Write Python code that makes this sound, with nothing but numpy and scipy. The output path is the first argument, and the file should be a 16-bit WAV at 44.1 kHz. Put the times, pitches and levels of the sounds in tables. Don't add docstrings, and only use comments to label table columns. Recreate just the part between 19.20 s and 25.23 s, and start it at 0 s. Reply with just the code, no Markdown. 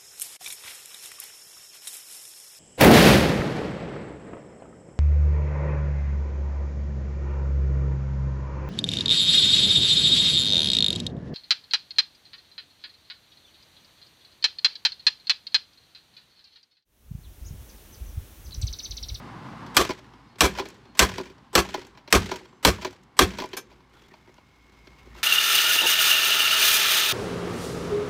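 import sys
import numpy as np
from scipy import signal
from scipy.fft import rfft, irfft, next_fast_len
from scipy.io import wavfile
from scipy.ndimage import uniform_filter1d, map_coordinates

SR = 44100
rng = np.random.default_rng(int(sys.argv[2]) if len(sys.argv) > 2 else 0)


def wrap_up_sound(samples):
    columns = np.atleast_2d(samples).T
    tamed = np.clip(columns, -1, 1)
    steps = np.round(tamed * 32767).astype(np.int16)
    wavfile.write(sys.argv[1], SR, steps)


def amplitude_ratio(level_db):
    exponent = np.asarray(level_db, float) / 20
    return 10 ** exponent


N = 265923


def unit(x):
    return x / np.sqrt(np.mean(x ** 2) + 1e-20)


def along(points, hz):
    f, v = np.transpose(points)
    return np.interp(np.log(hz + 1), np.log(f + 1), v)


def curves(rows):
    s, *cols = np.transpose(rows)
    return [np.interp(np.arange(N) / SR, s, c) for c in cols]


def filtered(x, response):
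    m = next_fast_len(len(x) + 4096)
    return irfft(rfft(x, m) * response(np.fft.rfftfreq(m, 1 / SR)), m)[:len(x)]


def colour(points):
    return lambda hz: amplitude_ratio(along(points, hz))


def modes(peaks):
    def response(f):
        total = 0
        for k, (centre, width, db) in enumerate(peaks):
            damping = 1j * f * width
            total = total + (-1) ** k * amplitude_ratio(db) * damping / (centre * centre - f * f + damping)
        return total
    return response


def noise_through(size, response):
    return unit(filtered(rng.standard_normal(size), response))


def grit(size, lumpy_db, rate):
    knots = rng.standard_normal(int(size * 2000 / SR) + 4)
    places = np.arange(size) * min(rate, 2000) / SR
    strength = amplitude_ratio(lumpy_db * map_coordinates(knots, [places], order=1))
    return unit(strength * rng.standard_normal(size))


def even(x, span):
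    return x / np.sqrt(np.abs(uniform_filter1d(x ** 2, size=round(span * SR))) + 1e-12)


def add(out, s, piece):
    out[round(s * SR):][:len(piece)] += piece


# f/Hz, delay/ms
DELAY_MS = [(60, 25), (350, 7), (1000, 2.5), (2000, .4), (4000, 0)]


def late(hz, share=1):
    delay_s = share * along(DELAY_MS, hz) / 1000
    return np.exp(-2j * np.pi * np.cumsum(delay_s) * hz[1])


# f/Hz, width/Hz, level/dB
BODY = [(710, 60, 1), (860, 60, 2), (1090, 70, 5), (1390, 70, 3), (1580, 50, 3), (1890, 70, 3),
        (2390, 90, 2), (2820, 100, 2), (3250, 130, 1), (3750, 130, 0), (4250, 160, 0), (4920, 200, 1),
        (5750, 200, 0), (6800, 250, -1)]


def walls(tone, scatter_db):
    woken = [(c * rng.normal(1, .03), w, db - 3 + rng.normal(0, scatter_db)) for c, w, db in BODY]
    return lambda hz: colour(tone)(hz) * (1 + modes(woken)(hz))


# f/Hz, level/dB per Hz
RUMBLE = [(20, -40.5), (40, -16.5), (52, -3), (59, 6), (66, -9), (110, -13.5), (150, -12), (200, -55)]
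ROAD = [(59, -26.5), (110, 1.5), (160, -1), (264, -1.5), (399, -13), (560, -15), (700, -13), (813, -8.5),
        (937, -9), (1060, -6), (1150, -10), (1300, -13.5), (2200, -21), (2860, -46.5), (4840, -120)]
HISS = [(880, -39), (1500, -15.5), (2160, -19), (2740, -15.5), (4970, -22.5), (6060, -28), (8000, -33.5),
        (15000, -46), (16200, -53)]
# level at full gain/dB, share of the gain change
STREET_LAYERS = [
    (-59, 0.2),
    (-39.5, 0.91),
    (-55, 0.7),
]
# depth/dB, lumps per s
STREET_LUMPS = [
    (2, 8),
    (.8, 30),
    (.8, 40),
]
# t/s, level/dB
GAIN = [(0, -1.5), (.56, -1.5), (.75, -13.5), (1.15, -16.5), (2.85, -19), (3.9, -21.5), (4.5, -22),
        (5, -23.5), (5.5, -25), (6.03, -16.5)]
# t/s, level/dB
WHINE_DB = [(0, -66.5), (.6, -73), (2, -79), (4.5, -75), (4.95, -69.5), (5.3, -67.5), (5.7, -62),
            (5.92, -62.5), (6.03, -62.5)]


def street():
    gain_db, whine_db = curves(GAIN)[0], curves(WHINE_DB)[0]
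    layers = []
    for tone, (db, share), (lumpy_db, rate) in zip((RUMBLE, ROAD, HISS), STREET_LAYERS, STREET_LUMPS):
        noise = unit(filtered(grit(N, lumpy_db, rate), colour(tone)))
        layers.append(amplitude_ratio(db + share * gain_db) * noise)
    rumble, road, hiss = layers
    swell = amplitude_ratio(0.41 * (whine_db - whine_db.mean()))
    return swell * rumble + road + hiss


# f/Hz, width/Hz, level/dB
WHINE = [(2170, 70, 0), (5150, 70, -8), (6190, 120, -14)]


def motor():
    t = np.arange(N) / SR
    tone_hz, beat_hz, beat_depth = 2169, 76.6, .9
    waver = unit(uniform_filter1d(rng.standard_normal(N), size=600))
    tone = np.sin(2 * np.pi * tone_hz * t + .5 * waver)
    beat = 1 + beat_depth * np.sin(2 * np.pi * beat_hz * t + waver[::-1])
    return amplitude_ratio(curves(WHINE_DB)[0]) * (tone * beat + .42 * noise_through(N, modes(WHINE)))


# middle t/s, length/s, f/Hz, level/dB
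CHIRPS = [(.95, 0.18, 5120, -77.5), (1.117, .07, 4330, -66), (1.091, .04, 5000, -69.5),
          (1.7, 0.12, 4250, -66), (3.31, 0.18, 7420, -76), (3.36, .1, 6150, -75), (3.306, 0.034, 4700, -72),
          (3.374, .08, 5150, -79), (4.797, 0.077, 3420, -64), (4.849, 0.026, 3400, -62),
          (4.765, 0.037, 1400, -57), (4.92, .025, 1850, -53.5), (5.086, .025, 1880, -59),
          (5.185, 0.021, 2850, -62), (5.534, 0.032, 2800, -73), (5.795, .04, 2790, -62),
          (5.93, 0.055, 1870, -58), (5.976, 0.028, 2730, -50.5)]


def chirps():
    out, t = 0, np.arange(N) / SR
    waver = unit(uniform_filter1d(rng.standard_normal(N), size=300))
    for s, length, hz, db in CHIRPS:
        swell = np.exp(-(2 * (t - s) / length) ** 2)
        out = out + amplitude_ratio(db) * swell * np.sin(2 * np.pi * hz * t + 1.3 * waver)
    return out


def bits():
    per_s, life_s, spread_db, bed = 160, .004, 2, 2.2
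    starts = (rng.random(N) < per_s / SR) * amplitude_ratio(spread_db * rng.standard_normal(N))
    return unit(bed + signal.lfilter([1], [1, -np.exp(-1 / (life_s * SR))], starts))


STRIKES = [.5674, 1.2071, 1.7923, 2.3527, 2.9257, 3.4493, 3.9909]
# level/dB, time until the casing lies still/s
LOOSE = [
    (-46.5, 0.086),
    (-52, 0.31),
    (-47.5, 0.19),
    (-51.5, 0.26),
    (-47.5, 0.23),
    (-53.5, 0.25),
    (-52, 0.42),
]
# t/s, level/dB
HAND = [(4.5, -63.5), (4.68, -75), (4.74, -60), (4.85, -61), (4.89, -64.5), (5.3, -66), (5.72, -61),
        (5.93, -60), (5.985, -48.5), (6.03, -56)]
# f/Hz, level/dB per Hz
BITS = [(600, -21.5), (1500, 0.5), (3000, -3), (5000, -8.5), (7800, -14.5), (8600, -22), (15500, -32.5),
        (16200, -55)]
SCUFF = [(500, -2), (1200, 0), (3400, -3.5), (5000, -8.5), (7800, -15), (8600, -20.5), (15500, -22),
         (16200, -60)]
# f/Hz, width/Hz, level/dB
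HOLLOW = [(276, 50, -0.5), (377, 40, 6.5), (519, 81, -5)]
# f/Hz, width/Hz, level/dB
BOARDS = [(62, 2.2, 3), (95, 7.6, -2.5), (190, 27, -5)]


def rustle():
    t = np.arange(N) / SR
    fine_fall, dull_fall, still_fall = 47, 8, 84
    hand = (t > HAND[0][0]) * amplitude_ratio(curves(HAND)[0])
    fine_gain, dull_gain = 0, hand * amplitude_ratio(-3.5)
    for s, (db, moving) in zip(STRIKES, LOOSE):
        since = np.maximum(t - s, 0)
        shaken = (t > s) * amplitude_ratio(db - still_fall * np.maximum(since - moving, 0))
        fine_gain = fine_gain + shaken * amplitude_ratio(-fine_fall * (since - 0.2516))
        dull_gain = dull_gain + shaken * amplitude_ratio(2 - dull_fall * since)
    chatter = grit(N, lumpy_db=2.6, rate=220)
    fine = unit(filtered(chatter, colour(BITS)))
    skin = unit(filtered(chatter, colour(SCUFF)))
    dull = unit(filtered(grit(N, lumpy_db=2.5, rate=150), modes(HOLLOW + BOARDS[2:])))
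    return fine_gain * bits() * fine + hand * bits() * skin + dull_gain * dull


# f/Hz, level/dB, t60/s
STEEL = [(1580, -6, .13), (2350, -6, .13), (3300, -9, .12), (4300, -11, .1), (5350, -5.5, .11),
         (6260, -5.5, .13), (6950, -9, .1), (8600, -11, .09), (9500, -12, .09), (10180, -11, .09),
         (10800, -10, .09), (12460, -11, .08), (13360, -11, .08), (13950, -12, .09)]
# f/Hz, level/dB per Hz
TOUCH = [(300, -22), (1000, 0), (2500, -7.5), (6000, -10), (8000, -15), (8400, -16), (14500, -14),
         (15500, -34)]
# t/s, peak level/dB
SET_DOWN = [
    (4.367, -23.5),
]


def steel():
    out, t = np.zeros(N + SR), np.arange(SR // 3) / SR
    for s, db in SET_DOWN:
        ring = 0
        for hz, level, t60 in STEEL:
            partial = np.sin(2 * np.pi * hz * t)
            partial = partial + 0.14 * np.sin(2.014 * np.pi * hz * t) + 0.34 * np.sin(2.17 * np.pi * hz * t)
            ring = ring + amplitude_ratio(level - 60 * t / t60) * partial
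        scrape = 1.6 * amplitude_ratio(-60 * t / .09) * noise_through(len(t), colour(TOUCH))
        board = amplitude_ratio(-5 - 60 * t / 0.16) * noise_through(len(t), modes(HOLLOW + BOARDS[2:]))
        onset = 1 - np.exp(-t / 0.0032)
        add(out, s, amplitude_ratio(db - 6.5) * onset * (ring + scrape + board))
    return out[:N]


def rung(peaks, t):
    off = rng.standard_normal((len(peaks), 3))
    tones = 0
    for (hz, _, db), (louder, sharper, phase) in zip(peaks, off):
        tones = tones + amplitude_ratio(db + 2 * louder) * np.sin(2 * np.pi * hz * (1 + .03 * sharper) * t + phase)
    return unit(unit(tones) + .6 * noise_through(len(t), modes(peaks)))


# t/s, peak level/dB, hollow/dB re peak, panel/dB re peak
LANDINGS = [(0.4637, -33, 0, -10.5), (0.6927, -18, 8, 6), (1.2806, -35, -10, -16), (1.3754, -22.5, 1.5, -1),
            (1.3858, -17, -11, 8.5), (1.3955, -15.5, 4, 3), (1.4556, -26.5, 0.5, -1), (1.9163, -28, -15, 2),
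            (1.9816, -18.5, 4, 1.5), (2.0563, -32.5, 6, -1), (2.0999, -38, 6.5, -4), (2.4494, -31, -13, 10),
            (2.542, -15, 2.5, 5.5), (2.577, -31.5, 9.5, 6.5), (3.0202, -25.5, -3, 1), (3.1148, -16, 5, 5),
            (3.138, -26.5, -5, 6.5), (3.62, -25.5, 1, 0), (3.6478, -14.5, 2, 3.5), (4.1857, -18, 1, 2.5),
            (4.2207, -23, 5, 9.5), (4.2388, -24.5, 6, 9)]
THUDS = [
    (1.4212, -34.5, 15.5, 13),
    (1.9993, -31.5, 17.5, 12.5),
    (3.5847, -37, -9, 11),
    (3.6713, -27.5, 9.5, -2),
    (4.2009, -18, 4, -7),
    (4.3322, -20, 2, -4),
]
NUDGES = [(.8444, -44, -37.5, -14), (.9365, -40, 2, 4), (1.157, -39, 3.5, -7), (1.6542, -41.5, 7, -1),
          (2.1828, -44, -7, 9), (2.751, -42, 7, 1), (3.191, -61, -8, -19), (3.2094, -47.5, -10, 15),
          (3.3276, -50, 12.5, 16), (3.707, -47.5, 9, -16), (4.3064, -43, -6, 3), (4.5154, -42, 4.5, 10),
          (4.527, -43, -1, -6), (4.605, -48, -12.5, 10), (4.736, -54, -7.5, -2), (4.7695, -48, -14.5, 4.5),
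          (4.839, -46, -22, -17), (4.9153, -45, 10.5, 0), (4.9388, -36, -7, 4.5), (5.075, -46.5, 10.5, 10),
          (5.092, -46.5, 11.5, 4), (5.1803, -43, 4.5, 10), (5.535, -51.5, -8, 7.5),
          (5.672, -34.5, 2.5, -1.5), (5.7869, -43.5, -12, -10.5), (5.871, -46, 13.5, -12),
          (5.9502, -50, -4.5, 15), (5.978, -49.5, -3, 0)]
# t/s, peak level/dB, bright/dB re peak, t60/s
RATTLES = [(0.65, -15, -8, 0.087), (0.7065, -16, -13, 0.15), (0.79, -34, -9, 0.081), (1.339, -32, -5, .06),
           (1.3507, -26, -19, 0.18), (1.487, -38.5, 7.5, 0.08), (1.502, -38, 0, 0.13),
           (1.544, -47, 0, 0.038), (1.58, -57, 1, 0.045), (1.7512, -34, -10, 0.21), (1.8915, -25, -8, 0.18),
           (1.936, -37, -15, .06), (2.012, -29, -8, 0.065), (2.068, -39, -12, .06),
           (1.953, -36, -16, 0.076), (2.379, -2, -12, .05), (2.48, -34, -8, 0.055),
           (2.489, -26.5, -13, 0.14), (2.615, -35, -11, 0.22), (2.6494, -34.5, -12, 0.061),
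           (2.668, -41.5, 2, 0.12), (2.774, -35, -16, 0.2), (2.8773, -28.5, -20, 0.16),
           (3.059, -25.5, -6, 0.1), (3.0936, -24, -30, 0.04), (3.159, -26.5, -1, 0.17),
           (3.255, -35.5, -24, 0.078), (3.5608, -40, -19, .06), (3.627, -24, -13, 0.11),
           (3.665, -38, 1, .1), (3.7084, -39, -2, 0.1), (3.728, -38.5, -5, 0.21),
           (3.813, -58.5, -5.5, .044), (3.8344, -50, 4, 0.087), (4.0794, -43, 10, .05),
           (4.114, -32, -15, 0.16), (4.136, -28.5, -33, 0.24), (4.258, -34, -1, 0.094),
           (4.2894, -45, 5, .06), (5.1419, -45, -1.5, 0.077)]


def contacts():
    hollow_db, panel_db = -5.5, 1.5
    flat = [(*row, -10.5, 0.17) for row in LANDINGS]
    padded = [(*row, -17.5, 0.17) for row in THUDS]
    edge = [(s, db, hollow_db, panel_db, bright, t60) for s, db, bright, t60 in RATTLES]
    soft = [(*row, -25, 0.1) for row in NUDGES]
    return flat + padded + edge + soft


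# f/Hz, level/dB per Hz
RIBS = [(1200, -12.5), (1800, 0), (3400, -4.5), (4800, -4.5), (6500, -14.5), (8000, -29.5)]
EDGES = [(4000, -21.5), (5500, -1), (8000, -5.5), (8300, -13.5), (15500, -16), (16200, -61.5)]
# f/Hz, width/Hz, level/dB
PANEL = [(620, 34, -2), (840, 250, -3.5), (980, 130, 2), (1420, 100, -9.5)]


def knocks():
    out, t = np.zeros(N + SR), np.arange(SR // 5) / SR
    sudden = 1 - np.exp(-t / .0004)
    for s, db, hollow_db, panel_db, bright_db, t60 in contacts():
        ribs = even(filtered(rng.standard_normal(len(t)), walls(RIBS, scatter_db=2)), span=.012)
        edges = even(filtered(rng.standard_normal(len(t)), colour(EDGES)), span=.012)
        noises = [ribs, rung(HOLLOW, t), rung(PANEL, t), edges]
        levels = db - 14.5 + np.array([0, hollow_db, panel_db, bright_db])
        lives = max(t60, .01) * np.array([0.48, 0.5, 0.37, 0.25])
        burst = 0
        for level, life, noise in zip(levels, lives, noises):
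            burst = burst + amplitude_ratio(level - 60 * np.maximum(t - .002, 0) / life) * noise
        add(out, s - .001, filtered(burst * sudden, lambda hz: late(hz, share=.6)))
    return out[:N]


# f/Hz, level/dB per Hz
CRACK = [(120, -35), (200, -11), (1210, 1.5), (2700, -1.5), (3310, -2.5), (5630, -6), (7270, -9.5),
         (7830, -4.5), (8740, -12.5), (13800, -14), (16000, -26.5)]
# start t/s, noise level/dB, 8 kHz tone/dB, deep noise/dB
LEAD_INS = [
    (0.546, -38.5, -33, -34.5),
    (1.185, -44, -44.5, -48),
    (1.772, -41.5, -32.5, -58.5),
    (2.33, -44, -32.5, -34),
    (2.904, -44.5, -46, -43.5),
    (3.428, -40.5, -34, -39.5),
    (3.968, -45.5, -35.5, -46.5),
]


def forerunners():
    out = np.zeros(N + SR)
    for (s, db, ring_db, deep_db), blow in zip(LEAD_INS, STRIKES):
        t = np.arange(SR // 10) / SR - (blow - s)
        flat = amplitude_ratio(db + 43 * t) * noise_through(len(t), colour(CRACK))
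        deep = amplitude_ratio(deep_db + 420 * t) * noise_through(len(t), modes(HOLLOW[1:] + PANEL))
        fade = np.where(t < 0, 900 * t - 4, -60 * t / .035)
        ring = amplitude_ratio(ring_db + fade) * np.sin(2 * np.pi * 8040 * t)
        add(out, s, (t < 0) * (flat + deep) + ring)
    return out[:N]


def crack(t, db, brief, spot):
    sudden = 1 - np.exp(-t / .0002)
    snap = amplitude_ratio(db + 3.5 - 60 * t / 0.0065) * noise_through(len(t), colour(EDGES))
    fracture = grit(len(t), lumpy_db=2, rate=900)
    broad = unit(filtered(fracture, walls(CRACK, scatter_db=1)))
    local = amplitude_ratio(-6.5) * unit(filtered(fracture, modes(spot)))
    fall = amplitude_ratio(db - 60 * np.maximum(t - brief, 0) / 0.044 - 460 * t)
    burst = sudden * (snap + even(broad + local, span=.004) * fall)
    ring = 0
    for hz, width, level in spot:
        ring = ring + amplitude_ratio(level) * np.exp(-np.pi * width * t) * np.sin(2 * np.pi * hz * t)
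    return filtered(burst + amplitude_ratio(db - 1.5) * ring, lambda hz: late(hz, share=.45))


# f/Hz, level/dB per Hz
SHUDDER = [(80, -33.5), (110, -4), (160, -11.5), (260, -9.5), (330, -10), (684, -5.5), (1100, -6),
           (1700, -7.5), (3050, -11), (5000, -13.5), (7820, -16.5), (8400, -21.5), (13900, -24.5),
           (16000, -36)]


def shudder(t, shake_db, boom_db, hold, seat, swing, settling):
    chatter = grit(len(t), lumpy_db=2, rate=590)
    broad = unit(filtered(chatter, walls(SHUDDER, scatter_db=1)))
    local = amplitude_ratio(-8) * unit(filtered(chatter, modes(seat)))
    shake = amplitude_ratio(shake_db) * even(broad + local, span=.012)
    boom = amplitude_ratio(boom_db) * even(filtered(rng.standard_normal(len(t)), modes(HOLLOW)), span=.03)
    dull = filtered(shake, lambda hz: 1 / (1 + 1j * hz / 4000) ** 2)
    darkening = dull + (shake - dull) * np.exp(-(t / 0.18) ** 2)
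    pressed = settling * amplitude_ratio(-60 * np.maximum(t - hold, 0) / 0.14)
    after = settling * amplitude_ratio(-25 - 60 * t / 0.27) * (dull + 4.3 * boom)
    return pressed * (0.83 + 0.31 * swing) * (darkening + boom) + after


def bench(t, thump_db, swing, settling):
    thump = amplitude_ratio(thump_db) * swing * np.sin(2 * np.pi * 62 * t + 3.7)
    hum = settling * amplitude_ratio(thump_db - 7.0 - 60 * t / .5) * noise_through(len(t), modes(BOARDS))
    return thump + hum


# crack/dB, crack length/s, shudder/dB, hollow boom/dB, bench thump/dB
BLOWS = [
    (-9, 0.013, -20.5, -24.5, -28),
    (-10.5, .015, -20, -23, -19),
    (-8, 0.0091, -17, -25, -17),
    (-10, 0.0091, -18.5, -22.5, -21.5),
    (-8.5, 0.0039, -14.5, -18, -15.5),
    (-8.5, 0.0062, -17, -20, -17.5),
    (-7, 0.0052, -17, -18, -17),
]
# f/Hz, width/Hz, level/dB
SPOTS = [
    [(339, 170, -4.5), (1200, 44, -0.5), (3330, 46, -6.5), (5200, 370, -0.5), (5930, 110, -13)],
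    [(900, 40, -8), (2840, 150, 5.5), (3850, 120, 1), (5080, 260, -2), (5640, 160, -11.5)],
    [(1380, 43, -13.5), (2830, 160, -1.5), (3670, 160, -4), (4540, 120, 0.5), (7200, 320, -5.5)],
    [(480, 110, 5), (1780, 83, 0), (4010, 89, -5.5), (5200, 140, 0.5), (5720, 240, -20.5)],
    [(1890, 120, -1), (2540, 200, 3.5), (4370, 140, -6.5), (5700, 71, -9), (5500, 81, -10.5)],
    [(463, 150, -3), (910, 110, 4.5), (2100, 120, -11), (4030, 110, 2), (5010, 220, -9.5)],
    [(1130, 97, 4.5), (2560, 150, -5.5), (3760, 96, -6), (4150, 100, -5), (5394, 74, -12)],
]
# f/Hz, width/Hz, level/dB
SEATS = [
    [(1170, 57, -1.5), (2310, 27, -6.5), (3510, 32, -6.5), (3900, 54, -5.5)],
    [(2330, 14, -0.5), (2650, 37, -2.5), (3278, 98, -9.5), (4000, 160, -4.5)],
    [(1550, 29, -3), (2020, 100, 3.5), (3270, 31, -9), (4730, 46, -3.5)],
    [(1082, 19, 0), (2725, 58, -2), (4480, 39, -5), (4700, 41, -11)],
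    [(1230, 430, -1.5), (1370, 110, 10), (3500, 51, -9.5), (4330, 48, -10)],
    [(2484, 13, -2.5), (3290, 150, 1), (4910, 92, -10.5), (4670, 30, -8.5)],
    [(2070, 83, -4.5), (2660, 29, 6), (3276, 40, -2), (3550, 130, -1.5)],
]


def hammer():
    out, t = np.zeros(N + SR), np.arange(SR // 2) / SR
    settling = 1 - np.exp(-(t / .012) ** 2)
    swing = np.exp(-((t - .043) / 0.016) ** 2)
    for s, blow, spot, seat in zip(STRIKES, BLOWS, SPOTS, SEATS):
        db, brief, shake_db, boom_db, thump_db = blow
        hold = 0.018 + 2.2 * brief
        add(out, s, crack(t, db, brief, spot))
        add(out, s, shudder(t, shake_db, boom_db, hold, seat, swing, settling))
        add(out, s, bench(t, thump_db, swing, settling))
    return out[:N]


def scene():
    background = street() + motor() + chirps()
    casing = rustle() + knocks()
    blows = forerunners() + hammer()
    return (background + casing + steel() + blows)[None]


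def top_cut(x):
    return signal.sosfilt(signal.butter(12, 17000, fs=SR, output="sos"), x)


def record(dry):
    held = dry / (1 + np.abs(dry / .9) ** 5) ** (1 / 5)
    edge = filtered(held[0], colour([(15000, 0), (16000, -3), (16600, -22), (17000, -60)]))
    return top_cut(edge[None])


dry = scene()
out = record(dry)
wrap_up_sound(out)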